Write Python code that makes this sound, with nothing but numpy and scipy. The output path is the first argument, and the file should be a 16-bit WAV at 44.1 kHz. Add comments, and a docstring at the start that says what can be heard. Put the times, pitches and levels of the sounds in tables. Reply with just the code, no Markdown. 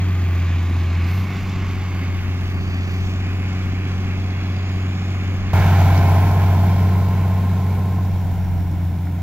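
"""A six-cylinder diesel tractor drags a disc harrow over stubble, in two shots in a gusty breeze.
First it approaches from afar, sagging under load: the exhaust booms at the firing rate under injection
clatter, engine overtones, fan and gear whine, turbo hiss and high singing steel. Just past a second in,
the turbo blows off and the revs recover. After a cut at 5.5 s it roars past close by, stones clink on
the discs, and it draws away, the hood hiding more of the clatter, until a low engine hum swells."""
import sys
import numpy as np
from scipy import signal
from scipy.fft import rfft, irfft, next_fast_len
from scipy.io import wavfile
from scipy.ndimage import uniform_filter1d, map_coordinates

SR = 44100
rng = np.random.default_rng(int(sys.argv[2]) if len(sys.argv) > 2 else 0)


def waveform_to_disk(signal):
    """Save audio, clipped to [-1, 1], as 16-bit WAV at the path in sys.argv[1]."""
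    frames = np.transpose(np.atleast_2d(signal))
    scaled = np.clip(frames, -1, 1) * 32767
    samples = np.round(scaled).astype(np.int16)
    wavfile.write(sys.argv[1], SR, samples)


N = 406602
TIME = np.arange(N) / SR

# engine speed, sagging whenever the discs bite: (time [s], firing rate [Hz])
ENGINE_SPEED = [(0.0, 92.9), (0.33, 87.65), (1.04, 86.34), (1.18, 94.42), (1.34, 94.2), (2.06, 91.1),
                (2.72, 90.08), (3.1, 92.22), (5.64, 93.01), (6.0, 91.56), (6.35, 93.97), (6.55, 92.66),
                (7.22, 93.52), (8.03, 92.96), (8.3, 90.58), (8.88, 88.17), (9.2, 88.64)]
# base mix of the far shot, by layer: (level [dB])
FAR_MIX = dict(boom=-22, octave=-34, rumble=-33, orders=-30.5, roar=-42, clatter=-39, rattle=-46.5, hiss=-55.5)
# tone colour of exhaust and running gear, front and rear: (frequency [Hz], relative level [dB])
FRONT_PIPE = [(15, 14), (35, -10), (70, -5), (160, -2), (220, -5), (290, -3), (370, -13), (440, -18),
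              (560, -19.5), (690, -18), (800, -16), (930, -21.5), (1070, -16), (1180, -16.5)]
REAR_PIPE = [(15, -12), (35, -3), (70, 1), (160, -3), (220, 0), (290, -8), (370, -10.5), (440, -10.5),
             (560, -13.5), (690, -5.5), (800, -9), (930, -8.5), (1070, -11), (1180, -26.5)]
# tone colour of engine block and air flow, front and rear: (frequency [Hz], relative level [dB])
FRONT_BLOCK = [(1450, -3.5), (1950, -5), (2200, -1), (2700, -4.5), (3150, -9), (3380, -8.5), (3850, -13),
               (4750, -14), (5250, -16.5), (7100, -18.5), (8000, -28.5), (9500, -27.5), (11000, -35.5),
               (12500, -25.5), (15700, -28)]
REAR_BLOCK = [(1450, 1), (1950, -5), (2200, 0), (2600, -7), (3300, -12.5), (4100, -13), (4750, -15.5),
              (5400, -15.5), (7100, -18.5), (8300, -31), (9500, -24.5), (11000, -28), (12500, -21),
              (15700, -19.5)]
# stereo image, front and rear: (frequency [Hz], left-right correlation [0-1])
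FRONT_IMAGE = [(25, 0.42), (70, 1), (200, 0.99), (1000, 0.96), (2500, 0.84), (4000, 0.8), (7000, 0.47),
               (12000, 0.28)]
REAR_IMAGE = [(25, 0.35), (70, 0.78), (200, 1), (1000, 0.92), (2300, 0.86), (3500, 0.4), (6000, 0.21),
              (12000, .1)]
# throb of unequal cylinders, relative to the "orders" layer:
# (pitch [x four-stroke cycle rate], front level [dB], rear level [dB])
THROB = [(2, -9, -27), (3, -24, -32), (4, -33, -34), (8, -20, -23.5), (9, -11.5, -17.5), (10, -12.5, -18),
         (11, -17.5, -18), (13, -22.5, -26), (14, -9, -24.5), (18, -17, -36), (24, -16, -32.5)]
# engine overtones with fan and gear whine, locked to the crankshaft: (pitch [x cycle rate])
WHINE_ORDERS = [10.45, 25.85, 28, 32, 33, 38, 42, 44, 45, 48, 51.65, 57, 67.15, 68.1]
# those tones relative to the roar:
# (front level [dB], abeam level [dB], change on turning away [dB/rad], change behind the harrow [dB])
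WHINE_LEVELS = [(-23, -13.5, 8, 6), (-7, -20, 9.5, -6), (-29, -19.5, 10.5, -11.5), (-22, -29, 16.5, -7.5),
                (-14.5, -34, -7, -9), (-21.5, -18, 1, -3), (-26.5, -18, 1, -7), (-25, -12.5, -0.5, -4),
                (-20.5, -21, 1, -3), (-12, -36, 1, -1), (-17.5, -5, -6.5, 3), (-26, -13.5, -6, -5),
                (-31, -19.5, 11, -17), (-26, -14.5, 5.5, -13)]
# tones of the lugging engine: (pitch [x cycle rate], level [dB], middle of fade-out [s])
LUGGING_TONES = [(10.5, -39.5, 1.25), (57, -56, 2.4), (60, -59, 2.4), (69, -59, 2.4), (75, -56, 2.6),
                 (81, -57, 2.4)]
# spells of turbo whistle: (start [s], end [s], pitch [Hz], level [dB])
TURBO_SPELLS = [(-.5, 1.4, 9200, -67), (5.5, 5.8, 10480, -61), (5.85, 6.45, 10525, -55.5),
                (6.4, 7.1, 5160, -58)]
# tone colour of the wind: (frequency [Hz], relative level [dB])
WIND_COLOUR = [(10, -2), (25, 0), (45, 1), (90, 2)]
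# gusts: (centre [s], length [s], lift above the lull [dB])
GUSTS = [(2.4, 4.8, 13), (4.3, 1.8, 9.4), (5.5, 1.2, 19), (8.4, 2.1, 16)]
# narrow ringing bands: high steel singing, plus a low engine hum as the tractor draws away:
# (start [s], end [s], pitch [Hz], half-width [Hz], level [dB])
RINGING_BANDS = [(.45, 2.2, 1086, 79, -47), (0.599, 2.6, 2170, 68.8, -47.5), (.75, 1.26, 4170, 130, -56),
                 (1.6, 2.3, 4750, 90, -60), (2.45, 3.05, 4640, 85, -55.5), (3.05, 4.4, 4720, 110, -63.5),
                 (3.2, 5.5, 3370, 82, -60), (4.42, 4.9, 4764, 100, -57.5), (4.45, 5.45, 6800, 240, -58),
                 (7.9, 9.06, 5553, 172, -65), (8.45, 9.6, 296, 11.4, -44.5)]
# base mix of the close pass, by layer: (abeam level [dB], change on turning away [dB/rad])
NEAR_MIX = dict(boom=(-12, -0.5), orders=(-10.5, -3), octave=(-33, 1), rumble=(-27.5, 1.5), growl=(-34, -3),
            roar=(-27, -5), clatter=(-30, -8.5), rattle=(-40, -5.5), hiss=(-42.5, -2))
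# stones hitting the discs: (time [s], peak level [dB], ring pitch [Hz])
STONE_HITS = [(5.804, -26, 4900), (5.978, -20, 4200), (9.071, -27.5, 1447)]
# modes of a disc: (pitch [x ring pitch], relative level [dB], time to fall 60 dB [s])
DISC_MODES = [(1, 0, .022), (1.15, 0, .018), (1.31, 2, .02), (1.47, -2, .016)]
# the tractor's bearing as a delay pan: (time [s], lag of left behind right [ms])
PAN_LAG = [(0, -0.071), (1.35, 0.00078), (2.2, 0.088), (2.8, 0.16), (3.3, 0.11), (5.45, 0.11), (5.6, 0.055),
           (6.3, 0.073), (8.6, -0.0099)]
# EQ tilt between the channels: (frequency [Hz], left minus right [dB])
CHANNEL_TILT = [(200, 0), (380, 1), (700, -.8), (2400, -1.8), (5000, -1.8), (8000, .5), (13000, 3.3)]

CUT_S, ABEAM_S = 5.532, 5.65
NEAREST_M, DRIVE_M_PER_S = 5.25, 4.02
WEAK_CYLINDER = 2  # place in the firing order, from 0
UNLOAD_S, RECOVER_S = 1.24, 0.29  # the governor cuts the fuel as the first heavy pull ends
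WORKING_HZ, OCTAVE_DB_PER_HZ = 90.6, 0.6  # the octave thins out below the working firing rate
BLOW_OFF_S, BLOW_OFF_LENGTH_S = 1.16, .3
TOP_HZ = 15780


def amp(db):
    """Decibels to gain."""
    return 10 ** (np.asarray(db) / 20)


def unit(x):
    """Scaled to rms 1."""
    return x / np.sqrt(np.mean(x ** 2) + 1e-20)


def along(points, hz):
    """A curve read on a log frequency axis."""
    freqs, values = np.transpose(points)
    return np.interp(np.log(hz + 1), np.log(freqs + 1), values)


def automation(points):
    """(time, value) breakpoints as one value per sample."""
    return np.interp(TIME, *np.transpose(points))


def step(at, takes):
    """A smooth rise from 0 to 1, centred on a moment."""
    return .5 + .5 * np.sin(np.pi * np.clip((TIME - at) / takes, -.5, .5))


def hump(at, length):
    """A smooth swell from 0 to 1 and back, centred on a moment."""
    return np.cos(np.pi * np.clip((TIME - at) / length, -.5, .5)) ** 2


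def wobble(rate):
    """Smooth random modulation, rate knots a second."""
    knots = rng.standard_normal(int(N * rate / SR) + 4)
    coarse = TIME[::32]
    return np.interp(TIME, coarse, map_coordinates(knots, [coarse * rate]))


def turns(hz):
    """Periods completed so far at a changing rate."""
    return np.cumsum(hz) / SR


def filtered(x, response):
    """EQ by a gain that is a function of frequency."""
    size = next_fast_len(N + 8192, True)
    return irfft(rfft(x, size) * response(np.fft.rfftfreq(size, 1 / SR)), size)[..., :N]


def band(pair, colour, image, low_hz, high_hz):
    """Two unrelated noises become mid and side of one coloured stereo band, rms 1."""
    def response(hz):
        edges = (1 + (low_hz / (hz + 1)) ** 24) * (1 + (hz / high_hz) ** 24)
        width = np.arccos(np.clip(along(image, hz), -1, 1)) / 2
        return amp(along(colour, hz)) / np.sqrt(edges) * [np.cos(width), np.sin(width)]
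    mid, side = filtered(pair, response)
    return unit(np.array([mid + side, mid - side]))


def far_levels():
    """Fader rides for the far shot (dB): nearly steady, but for the changing engine load."""
    load = 1 - step(UNLOAD_S, takes=0.095)
    overshoot = (1 - load) * np.exp(-np.abs(TIME - UNLOAD_S) / RECOVER_S)
    rattle_swell = hump(3, length=0.97)
    db = dict(FAR_MIX)
    db["boom"] += 4 * load - 3.5 * overshoot  # the governor cuts too far, then recovers
    db["octave"] += OCTAVE_DB_PER_HZ * (automation(ENGINE_SPEED) - WORKING_HZ)
    db["hiss"] += 6.3 * hump(BLOW_OFF_S, BLOW_OFF_LENGTH_S) - 0.6 * TIME
    db["roar"] += 0.17 * TIME  # grows with the approach
    db["rattle"] += rattle_swell - 0.5 * load
    db["clatter"] += 0.5 * rattle_swell
    return db


def combustion(cycle, repeat, pulse_db, lope_db):
    """Two noises pulsing with the firings; a share of the first repeats every engine cycle."""
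    pattern = rng.standard_normal(2800)
    looped = unit(map_coordinates(pattern, [cycle % 1 * len(pattern)], mode="grid-wrap"))
    noise = np.sqrt(1 - repeat) * rng.standard_normal((2, N))
    noise += np.sqrt(repeat) * np.array([looped, rng.standard_normal(N)])
    angle = 2 * np.pi * cycle
    firing = np.cos(6 * angle)
    lope = np.cos(3 * angle) + .7 * np.cos(2 * angle)
    return noise * amp(pulse_db * firing + lope_db * lope)


def air_drift(x, depth_db, smooth_frames):
    """Ground echo and moving air lay slowly shifting peaks and notches on the sound."""
    hz, _, spectrum = signal.stft(x, SR, nperseg=1024)
    ripple = rng.standard_normal(spectrum.shape[1:])
    for _ in range(2):
        ripple = uniform_filter1d(ripple, size=3, axis=0)
        ripple = uniform_filter1d(ripple, size=smooth_frames, axis=1)
    reach = np.clip(hz / 4200, 0, 1)[:, None]  # the lows are hardly touched
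    return signal.istft(spectrum * amp(depth_db * reach * unit(ripple)), SR, nperseg=1024)[1][:, :N]


def exhaust_tones(cycle, db, throb_db, flutter_db, lean):
    """The firing note and its octave; a weak cylinder dents one crest a cycle and makes them throb."""
    angle = 2 * np.pi * cycle
    firing = 6 * angle
    boom = amp(db["boom"] + flutter_db * wobble(12)) * np.cos(firing)
    # lean (radians) tips pointed crests towards a sawtooth
    octave = amp(db["octave"] + 0.82 * wobble(5.6)) * np.cos(2 * firing - lean)
    dent = np.zeros(N)
    for (order, *_), level in zip(THROB, throb_db):
        size = amp(level) * (1 + .06 * wobble(2.9))
        dent += size * np.cos(order * angle + .06 * wobble(3.3))
    return np.sqrt(2) * (boom + octave - amp(db["orders"]) * dent)


def whines(cycle, orders, levels_db, blur_rad):
    """Engine overtones with fan and gear whine, locked to the crankshaft and blurred by moving air."""
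    out = np.zeros(N)
    for order, db in zip(orders, levels_db):
        phase = 2 * np.pi * order * cycle + blur_rad * wobble(16)
        out += amp(db + 0.46 * wobble(8)) * np.sin(phase)
    return np.sqrt(2) * out


def tractor_approaching(cycle):
    """Far off and head-on: a steady exhaust boom under the clatter of the block."""
    def layer(colour, low_hz, high_hz, **pulsing):
        return band(combustion(cycle, **pulsing), colour, FRONT_IMAGE, low_hz, high_hz)
    db = far_levels()
    rumble = layer(FRONT_PIPE, 42, 420, repeat=.27, pulse_db=3, lope_db=-.5)
    roar = layer(FRONT_PIPE, 451, 1216, repeat=.31, pulse_db=1, lope_db=-.25)
    out = rumble * amp(db["rumble"]) + roar * amp(db["roar"])
    clatter = layer(FRONT_BLOCK, 1330, 3060, repeat=.15, pulse_db=.5, lope_db=.25)
    out += clatter * amp(db["clatter"] + .9 * wobble(11))
    rattle = layer(FRONT_BLOCK, 3110, 7820, repeat=.098, pulse_db=1, lope_db=.9)
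    out += rattle * amp(db["rattle"] + .9 * wobble(16))
    out = air_drift(out, depth_db=1.4, smooth_frames=40)
    hiss = layer(FRONT_BLOCK, 8950, 18700, repeat=0, pulse_db=.2, lope_db=1)
    out += hiss * amp(db["hiss"] + 1.1 * wobble(11))
    out += exhaust_tones(cycle, db, [front for _, front, _ in THROB], flutter_db=.5, lean=np.pi / 2)
    for order, tone_db, fade_s in LUGGING_TONES:
        out += (1 - step(fade_s, takes=.56)) * whines(cycle, [order], [tone_db], blur_rad=.2)
    whine_db = [front for front, *_ in WHINE_LEVELS]
    return out + amp(db["roar"]) * whines(cycle, WHINE_ORDERS, whine_db, blur_rad=.3)


def whistle(hz, scatter_hz):
    """A narrow, fuzzy air tone of rms 1."""
    return np.sqrt(2) * np.sin(2 * np.pi * turns(hz + scatter_hz * wobble(220)))


def turbo():
    """The turbo whistles in spells; its blow-off is a thin squeal that dips in pitch."""
    out = np.zeros(N)
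    for start, end, hz, db in TURBO_SPELLS:
        out += amp(db) * hump((start + end) / 2, end - start) * whistle(hz, scatter_hz=42)
    puff = hump(BLOW_OFF_S, BLOW_OFF_LENGTH_S)
    squeal = whistle(hz=12880 - 680 * puff, scatter_hz=131)
    return out + amp(-54.5) * puff * squeal


def wind():
    """A light, gusty breeze buffets each side in its own way, harder on the left."""
    buffet = band(rng.standard_normal((2, N)), WIND_COLOUR, image=[(30, .33)], low_hz=5.9, high_hz=95)
    lull_db = -48.5
    gust_db = sum(db * hump(at, length) for at, length, db in GUSTS)
    return buffet * amp(lull_db + gust_db + 2 * wobble(6)) * amp([[1.8], [-1.8]])


def ringing_bands():
    """Narrow, rough bands swell and fade: high steel singing, and a low engine hum near the end."""
    out = np.zeros(N)
    for start, end, centre, width, db in RINGING_BANDS:
        progress = np.clip((TIME - start) / (end - start), 0, 1)
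        swell = np.sqrt(np.abs(np.sin(np.pi * progress)))
        ring = filtered(rng.standard_normal(N), lambda hz: 1 / (1 + ((hz - centre) / width) ** 2))
        out += amp(db) * swell * unit(ring)
    return out


def near_levels(angle):
    """Fader rides for the pass (dB): layers fall with distance and shift with the side facing us."""
    distance_db = 20 * np.log10(np.cos(angle))  # the cosine is nearest over present distance
    db = {name: abeam + distance_db + turn * angle for name, (abeam, turn) in NEAR_MIX.items()}
    db["roar"] += 2.3 * hump(6.15, length=1.2)  # the harrow goes by
    db["octave"] += 9.07 * step(6.56, takes=.27)  # the pipe's mouth comes into view
    for name in ("roar", "growl"):
        db[name] -= 1.7 * step(8.6, takes=.82)  # the harrow screens the running gear
    return db


def tractor_passing(cycle):
    """Close, from the side and behind: exhaust and running gear roar as the hood hides the clatter."""
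    def layer(colour, low_hz, high_hz, **pulsing):
        return band(combustion(cycle, **pulsing), colour, REAR_IMAGE, low_hz, high_hz)
    angle = np.arctan2(DRIVE_M_PER_S * (TIME - ABEAM_S), NEAREST_M)  # 0 abeam, growing as it leaves
    db = near_levels(angle)
    rumble = layer(REAR_PIPE, 29.97, 335, repeat=.27, pulse_db=-1.5, lope_db=3)
    roar = layer(REAR_PIPE, 580, 1221, repeat=.32, pulse_db=1.5, lope_db=1)
    out = rumble * amp(db["rumble"]) + roar * amp(db["roar"] + .28 * wobble(12))
    growl = layer(REAR_PIPE, 280, 560, repeat=.32, pulse_db=.5, lope_db=1)
    out += growl * amp(db["growl"])
    clatter = layer(REAR_BLOCK, 1260, 3440, repeat=.16, pulse_db=-.5, lope_db=.4)
    out += clatter * amp(db["clatter"] + .57 * wobble(15))
    rattle = layer(REAR_BLOCK, 3110, 7500, repeat=.046, pulse_db=1, lope_db=.6)
    out += rattle * amp(db["rattle"] + .6 * wobble(22))
    out = air_drift(out, depth_db=1, smooth_frames=30)
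    hiss = layer(REAR_BLOCK, 7470, 16230, repeat=0, pulse_db=.5, lope_db=.5)
    out += hiss * amp(db["hiss"] + .5 * wobble(20))
    out += exhaust_tones(cycle, db, [rear for _, _, rear in THROB], flutter_db=.48, lean=0)
    screened = step(8.12, takes=.28)  # the harrow swings across and ducks most of the whines
    whine_db = [abeam + turn * angle + hidden * screened for _, abeam, turn, hidden in WHINE_LEVELS]
    return out + amp(db["roar"]) * whines(cycle, WHINE_ORDERS, whine_db, blur_rad=.4)


def stones():
    """Stones clink on discs that the soil damps at once."""
    out, t = np.zeros(N + SR), np.arange(SR // 4) / SR
    for at, db, hz in STONE_HITS:
        ring = sum(amp(level - 60 * t / t60) * np.sin(2 * np.pi * hz * ratio * t)
                   for ratio, level, t60 in DISC_MODES)
        out[round(at * SR):][:len(t)] += amp(db) * ring / np.abs(ring).max()
    return out[:N]


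def scene():
    """One engine across a hard cut, panned by delay, with ringing bands and wind laid over it."""
    cycle = (turns(automation(ENGINE_SPEED)) - WEAK_CYLINDER) / 6  # six firings to a cycle
    close = step(CUT_S, takes=.002)
    tractor = (1 - close) * tractor_approaching(cycle) + close * tractor_passing(cycle)
    tractor += turbo() + stones()
    half_lag_s = automation(PAN_LAG) / 1000 / 2
    panned = [map_coordinates(channel, [(TIME - sign * half_lag_s) * SR], order=5, mode="nearest")
              for channel, sign in zip(tractor, (1, -1))]
    return np.array(panned) + ringing_bands() + wind()


def record(dry):
    """Master EQ: opposite tilts left and right, and a brick-wall low-pass."""
    def response(hz):
        tilt_db = np.outer([.5, -.5], along(CHANNEL_TILT, hz))
        return amp(tilt_db) * (hz < TOP_HZ)
    return filtered(dry, response)


dry = scene()
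out = record(dry)
waveform_to_disk(out)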